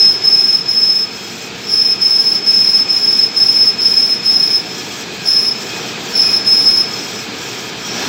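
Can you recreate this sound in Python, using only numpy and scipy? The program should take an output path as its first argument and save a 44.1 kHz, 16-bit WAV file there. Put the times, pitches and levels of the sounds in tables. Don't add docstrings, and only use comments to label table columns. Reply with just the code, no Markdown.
import sys
import numpy as np
from scipy import signal
from scipy.fft import rfft, irfft, next_fast_len
from scipy.io import wavfile
from scipy.ndimage import uniform_filter1d, minimum_filter1d

SR = 44100
rng = np.random.default_rng(int(sys.argv[2]) if len(sys.argv) > 2 else 0)


def output_pcm(signal):
    pcm = np.clip(np.atleast_2d(signal).T, -1, 1) * 32767
    wavfile.write(sys.argv[1], SR, np.round(pcm).astype(np.int16))


N = 356328

# [dB per Hz, relative]
RUMBLE_SPECTRUM = [(25, -38), (48, -22), (64, -22), (76, -9), (86, -21), (100, -7), (125, -3), (150, -4),
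                   (200, -0.5), (320, -1.5), (460, 0), (540, -12.5), (800, -33.5), (1600, -52)]
GEAR_SPECTRUM = [(300, -23), (560, -1.5), (760, 2.5), (1100, -2.5), (1400, -0.5), (1900, -7), (2800, -16.5),
                 (6000, -49.5)]
SCRAPE_SPECTRUM = [(900, -21), (1500, -7), (1950, -3.5), (2400, 3), (2900, -1.5), (3300, 0), (3800, -1.5),
                   (4900, -2), (6200, -8.5), (7800, -14), (9300, -36.5)]
CHIP_SPECTRUM = [(2000, -2.5), (4500, 9.5), (6200, 10), (7200, 5), (8300, 2), (8900, -8.5), (9600, -23),
                 (10500, -7), (11700, -6), (13000, -3), (13750, -6), (14700, -3), (15250, -9), (16000, -6)]
# pitch_hz [Hz], width_hz [Hz], level_db [dB]
HUM_MODES = [(75.4, 4, -59), (122, 6, -50), (172, 6, -48), (200, 9, -43), (366, 8, -49)]
# [dB, before load and trim]
RING_MODES = [(732, 12, -53), (975, 6, -53), (1243, 5, -49), (1627, 7, -47), (1724, 5, -48), (2204, 9, -52),
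              (2502, 5, -42.5), (2587, 7, -51), (3123, 4, -52), (3468, 9, -54), (3548, 5, -50),
              (3645, 9, -54), (3903, 5, -53), (4165, 5, -47.5), (4510, 20, -51), (4701, 7, -50),
              (4958, 8, -51)]
# [dB, relative]
HOLDER_MODES = [(3262, 24, 6), (5270, 70, -1), (5530, 110, 1), (5780, 110, 1), (6245, 6, -7), (6515, 14, 1),
                (6788, 26, -4), (7025, 20, -4), (7172, 30, 0), (7288, 7, -3), (7547, 10, -4),
                (7660, 26, -7), (7810, 12, -4), (8075, 16, -14), (8328, 7, -11), (11220, 130, -18),
                (12100, 130, -14), (12570, 160, -13), (13100, 100, -11), (13750, 330, -6),
                (14210, 110, -13), (15240, 150, -7)]
# [dB, relative]
HIGH_WHISTLE_MODES = [(5765, 40, -2), (5830, 35, -7)]
# [dB, relative]
BEATING_MODES = [(4701, 14, -18), (4958, 16, -12.5), (4990, 200, -8), (5418, 40, -1), (5470, 45, 0),
                 (5535, 35, -5), (5590, 70, -16)]
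# [dB, only its swing counts]
LOAD_CURVE = [(0.0, -30), (0.02, -28), (0.81, -31), (2.43, -29), (5.54, -28), (5.83, -25.5), (7.83, -27.5),
              (8.03, -21.5), (8.08, -21.5)]
# [dB, before onset and trim]
CHATTER_TURNS = [(0.01, 0.11, -8, 370, 5193, -15), (0.249, 0.31, -8.5, 600, 5191, -15),
                 (0.692, 0.32, -11.0, 722, 5199, -16.0), (1.729, 0.19, -12.0, 260, 5190, -12.5),
                 (2.018, 0.33, -10.0, 800, 5203, -13), (2.477, 0.32, -10, 360, 5193, -13),
                 (2.903, 0.34, -11.0, 630, 5191, -14), (3.374, 0.31, -9.5, 468, 5193, -12.5),
                 (3.814, 0.32, -10.5, 500, 5182, -13.5), (4.253, 0.32, -11.0, 590, 5180, -12.5),
                 (5.275, 0.21, -11.5, 510, 5175, -10.5), (6.171, 0.2, -11.5, 420, 5185, -10),
                 (6.471, 0.33, -9.5, 520, 5182, -10.5)]
# [dB, before mode levels and flutter]
SMOOTH_TURNS = [(1.17, 0.27, -37, 5187, -43), (4.736, 0.29, -36.5, 5200, -40),
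                (5.631, 0.275, -36.5, 5230, -42), (6.04, 0.081, -47, 5230, -42),
                (6.934, 0.27, -33, 5210, -35.5), (7.385, 0.296, -38.5, 5290, -39.5),
                (7.855, 0.28, -30.5, 5300, -30)]

TURN_S, FIRST_SHALLOW_S, SHALLOW_HALF_S = 0.4444, 0.188, 0.072
HISS_DIP_DB, SINGING_DIP_DB = 6, 2

RUMBLE_DB, RUMBLE_FOLLOWS = -32, 0.9
GEARS_DB, GEARS_FOLLOWS = -34.5, 1.07
SCRAPE_DB, SCRAPE_FOLLOWS = -30, 0.87
CHIP_DB, CHIP_FOLLOWS = -51.5, 0.51

SMOOTH_EDGE_DB_PER_S, SMOOTH_HISS_DB = 222, 3.5
COLLAPSE_DB_PER_S, RING_ON_BELOW_DB, RING_ON_DB_PER_S = 201, 10, 52
ONSET_SHARP_HZ, ONSET_HARSH_DB, ONSET_LEAD_S, SETTLE_S = 29.74, 10.5, 0.043, 0.055
FLUTTER_DB, FAINT_FLUTTER_DB, FLUTTER_PER_S = 1.76, 2.6, 9.8
SLOW_WANDER_HZ, FAST_WANDER_HZ, RIPPLE_HZ = 10.96, 15.9, 15
CUTOFF_HZ = 15800


def from_db(db):
    return 10 ** (np.asarray(db) / 20)


def rms_one(x):
    return x / np.sqrt(np.mean(np.abs(x) ** 2) + 1e-20)


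def in_time(rows):
    time_s, *columns = np.transpose(rows)
    return [np.interp(np.arange(N) / SR, time_s, column) for column in columns]


def drift(rate):
    r = np.exp(-20 * np.pi * rate / SR)
    noise = rng.standard_normal(N // 10 + 8002)
    slow = signal.lfilter([1], [1, -2 * r, r * r], noise)[8000:]
    return np.interp(np.arange(N) / 10, np.arange(len(slow)), rms_one(slow))


def coloured(x, spectrum):
    size = next_fast_len(N)
    hz, level_db = np.transpose(spectrum)
    bins = np.maximum(np.fft.rfftfreq(size, 1 / SR), 1)
    low_edge = 1 + (hz[0] / 2 / bins) ** 4
    high_edge = 1 + (bins / hz[-1] / 2) ** 10
    edge = 1 / np.sqrt(low_edge * high_edge)
    shape = from_db(np.interp(np.log(bins), np.log(hz), level_db))
    return rms_one(irfft(rfft(x, size) * edge * shape, size)[:N])


def resonate(x, hz, width):
    r = np.exp(-np.pi * width / SR)
    feedback = [1, -2 * r * np.cos(2 * np.pi * hz / SR), r * r]
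    return signal.lfilter(np.array([1, 0, -1]) * (1 - r * r) / 2, feedback, x)


def shaken(modes, skirt=6):
    force = rng.standard_normal(N + SR // 2)
    out = np.zeros(N)
    for hz, width, db in modes:
        mode = resonate(resonate(force, hz, width), hz, width * skirt)
        out += from_db(db) * rms_one(mode[-N:])
    return out


def evened(x, seconds):
    size = max(int(seconds * SR), 2)
    power = uniform_filter1d(uniform_filter1d(x * x, size), size)
    return x / np.sqrt(power + 1e-9)


def ringing(x, t60, wet_db):
    t = np.arange(SR // 2) / SR
    tail = rng.standard_normal(len(t)) * from_db(-60 * t / t60) * (t > 0.003)
    run_in = np.pad(x, (len(t), 0), mode="reflect")
    wet = signal.fftconvolve(run_in, tail / np.linalg.norm(tail))[len(t):len(t) + N]
    return x + from_db(wet_db) * wet


def swell(start, hold, growth, decay):
    t = np.arange(N) / SR - start
    return np.minimum(np.minimum(growth * t, decay * (hold - t)), 0)


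def load():
    level_db, = in_time(LOAD_CURVE)
    return level_db - level_db.mean()


def shallow():
    since_first = np.arange(N) / SR - FIRST_SHALLOW_S
    away_s = np.abs((since_first + TURN_S / 2) % TURN_S - TURN_S / 2)
    return np.cos(np.pi / 2 * np.minimum(away_s / SHALLOW_HALF_S, 1)) ** 2


def machine():
    load_db = load()
    rumble_db = RUMBLE_DB + RUMBLE_FOLLOWS * load_db + 0.54 * drift(8.8)
    rumble = from_db(rumble_db) * coloured(rng.standard_normal(N), RUMBLE_SPECTRUM)
    gears_db = GEARS_DB + GEARS_FOLLOWS * load_db + 0.5 * drift(30)
    gears = from_db(gears_db) * coloured(rng.standard_normal(N), GEAR_SPECTRUM)
    scrape_db = SCRAPE_DB + SCRAPE_FOLLOWS * load_db + 0.58 * drift(30)
    scrape = from_db(scrape_db) * coloured(rng.standard_normal(N), SCRAPE_SPECTRUM)
    ring = from_db(1.1 * load_db + 1.5) * shaken(RING_MODES)
    return rumble + shaken(HUM_MODES) + gears + scrape + ring


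def chip():
    smooth = [from_db(swell(start, hold, SMOOTH_EDGE_DB_PER_S, SMOOTH_EDGE_DB_PER_S))
              for start, hold, *_ in SMOOTH_TURNS]
    cut_db = CHIP_DB + CHIP_FOLLOWS * load() - HISS_DIP_DB * shallow() + SMOOTH_HISS_DB * sum(smooth)
    slips = rng.standard_normal(N) * from_db(3.2 * drift(200))
    hiss = from_db(10) * coloured(ringing(slips, t60=0.055, wet_db=-4), CHIP_SPECTRUM)
    holder = from_db(2) * shaken(HOLDER_MODES)
    cutting = from_db(cut_db + 1.2 * drift(25)) * (hiss + holder)
    whistle_gain = sum(gate * from_db(db) for gate, (*_, db) in zip(smooth, SMOOTH_TURNS))
    whistle_flutter = from_db(FAINT_FLUTTER_DB * drift(FLUTTER_PER_S))
    return cutting + whistle_gain * whistle_flutter * shaken(HIGH_WHISTLE_MODES)


def vibration():
    loud, faint = [], []
    for start, hold, db, growth, _, _ in CHATTER_TURNS:
        loud.append(db + swell(start, hold, growth, COLLAPSE_DB_PER_S))
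        faint.append(db - RING_ON_BELOW_DB + swell(start, hold, growth, RING_ON_DB_PER_S))
    for start, hold, db, _, _ in SMOOTH_TURNS:
        faint.append(db + swell(start, hold, SMOOTH_EDGE_DB_PER_S, SMOOTH_EDGE_DB_PER_S))
    faint_db = np.max(faint, axis=0) - SINGING_DIP_DB * shallow()
    return np.maximum(np.max(loud, axis=0), faint_db)


def tuning():
    t = np.arange(N) / SR
    turns = [(start, hold, hz) for start, hold, _, _, hz, _ in CHATTER_TURNS]
    turns += [(start, hold, hz) for start, hold, _, hz, _ in SMOOTH_TURNS]
    pitch, = in_time(sorted((edge, hz) for start, hold, hz in turns for edge in (start, start + hold)))
    harsh_db, = in_time([(edge, db) for start, hold, _, _, _, db in CHATTER_TURNS
                         for edge in (start, start + hold)])
    from_rest = [start for (last, hold, *_), (start, *_) in zip(CHATTER_TURNS, CHATTER_TURNS[1:])
                 if start - last - hold > TURN_S]
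    fresh = sum(np.exp(-np.abs(t - start + ONSET_LEAD_S) / SETTLE_S) for start in from_rest)
    return pitch + ONSET_SHARP_HZ * fresh, harsh_db + ONSET_HARSH_DB * fresh


def squeal():
    level_db = vibration()
    pitch, harsh_db = tuning()
    extra_harsh_db = harsh_db - harsh_db.mean()
    ripple = np.sin(2 * np.pi * 49.7 * np.arange(N) / SR)
    wander = SLOW_WANDER_HZ * drift(24.6) + FAST_WANDER_HZ * drift(100) + RIPPLE_HZ * ripple
    wander = wander * from_db(0.28 * extra_harsh_db)
    first = np.exp(2j * np.pi * np.cumsum(pitch + wander) / SR)

    flutter_depth_db = np.interp(level_db, [-30, -15], [FAINT_FLUTTER_DB, FLUTTER_DB])
    flutter_db = flutter_depth_db * np.minimum(drift(FLUTTER_PER_S), 1)
    main_tone = evened(ringing(first.real, t60=0.39, wet_db=9), seconds=0.05)
    out = from_db(level_db + flutter_db) * main_tone

    swing_db = np.minimum(level_db, -10.5)
    beating = signal.hilbert(shaken(BEATING_MODES, skirt=3.4), next_fast_len(N))[:N]
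    side = from_db(harsh_db) * rms_one(beating)
    out += from_db(swing_db + 3) * side.real

    tip = first + from_db(1.5) * side
    tip = tip / (np.abs(tip) + 0.01) ** 0.26
    overtone_db = 1.43 * swing_db + extra_harsh_db - 24
    for order in (2, 3):
        overtone = ringing((tip ** order).real, t60=0.4, wet_db=11)
        out += from_db(overtone_db) * evened(overtone, seconds=0.049)
    return out


def scene():
    return (machine() + chip() + squeal())[None]


def record(dry):
    size = SR // 200
    allowed = 1 / np.maximum(np.abs(dry), 1)
    gain = uniform_filter1d(minimum_filter1d(allowed, size), size)
    low_pass = signal.ellip(12, 0.2, 80, CUTOFF_HZ, fs=SR, output="sos")
    return signal.sosfilt(low_pass, dry * gain)


dry = scene()
out = record(dry)
output_pcm(out)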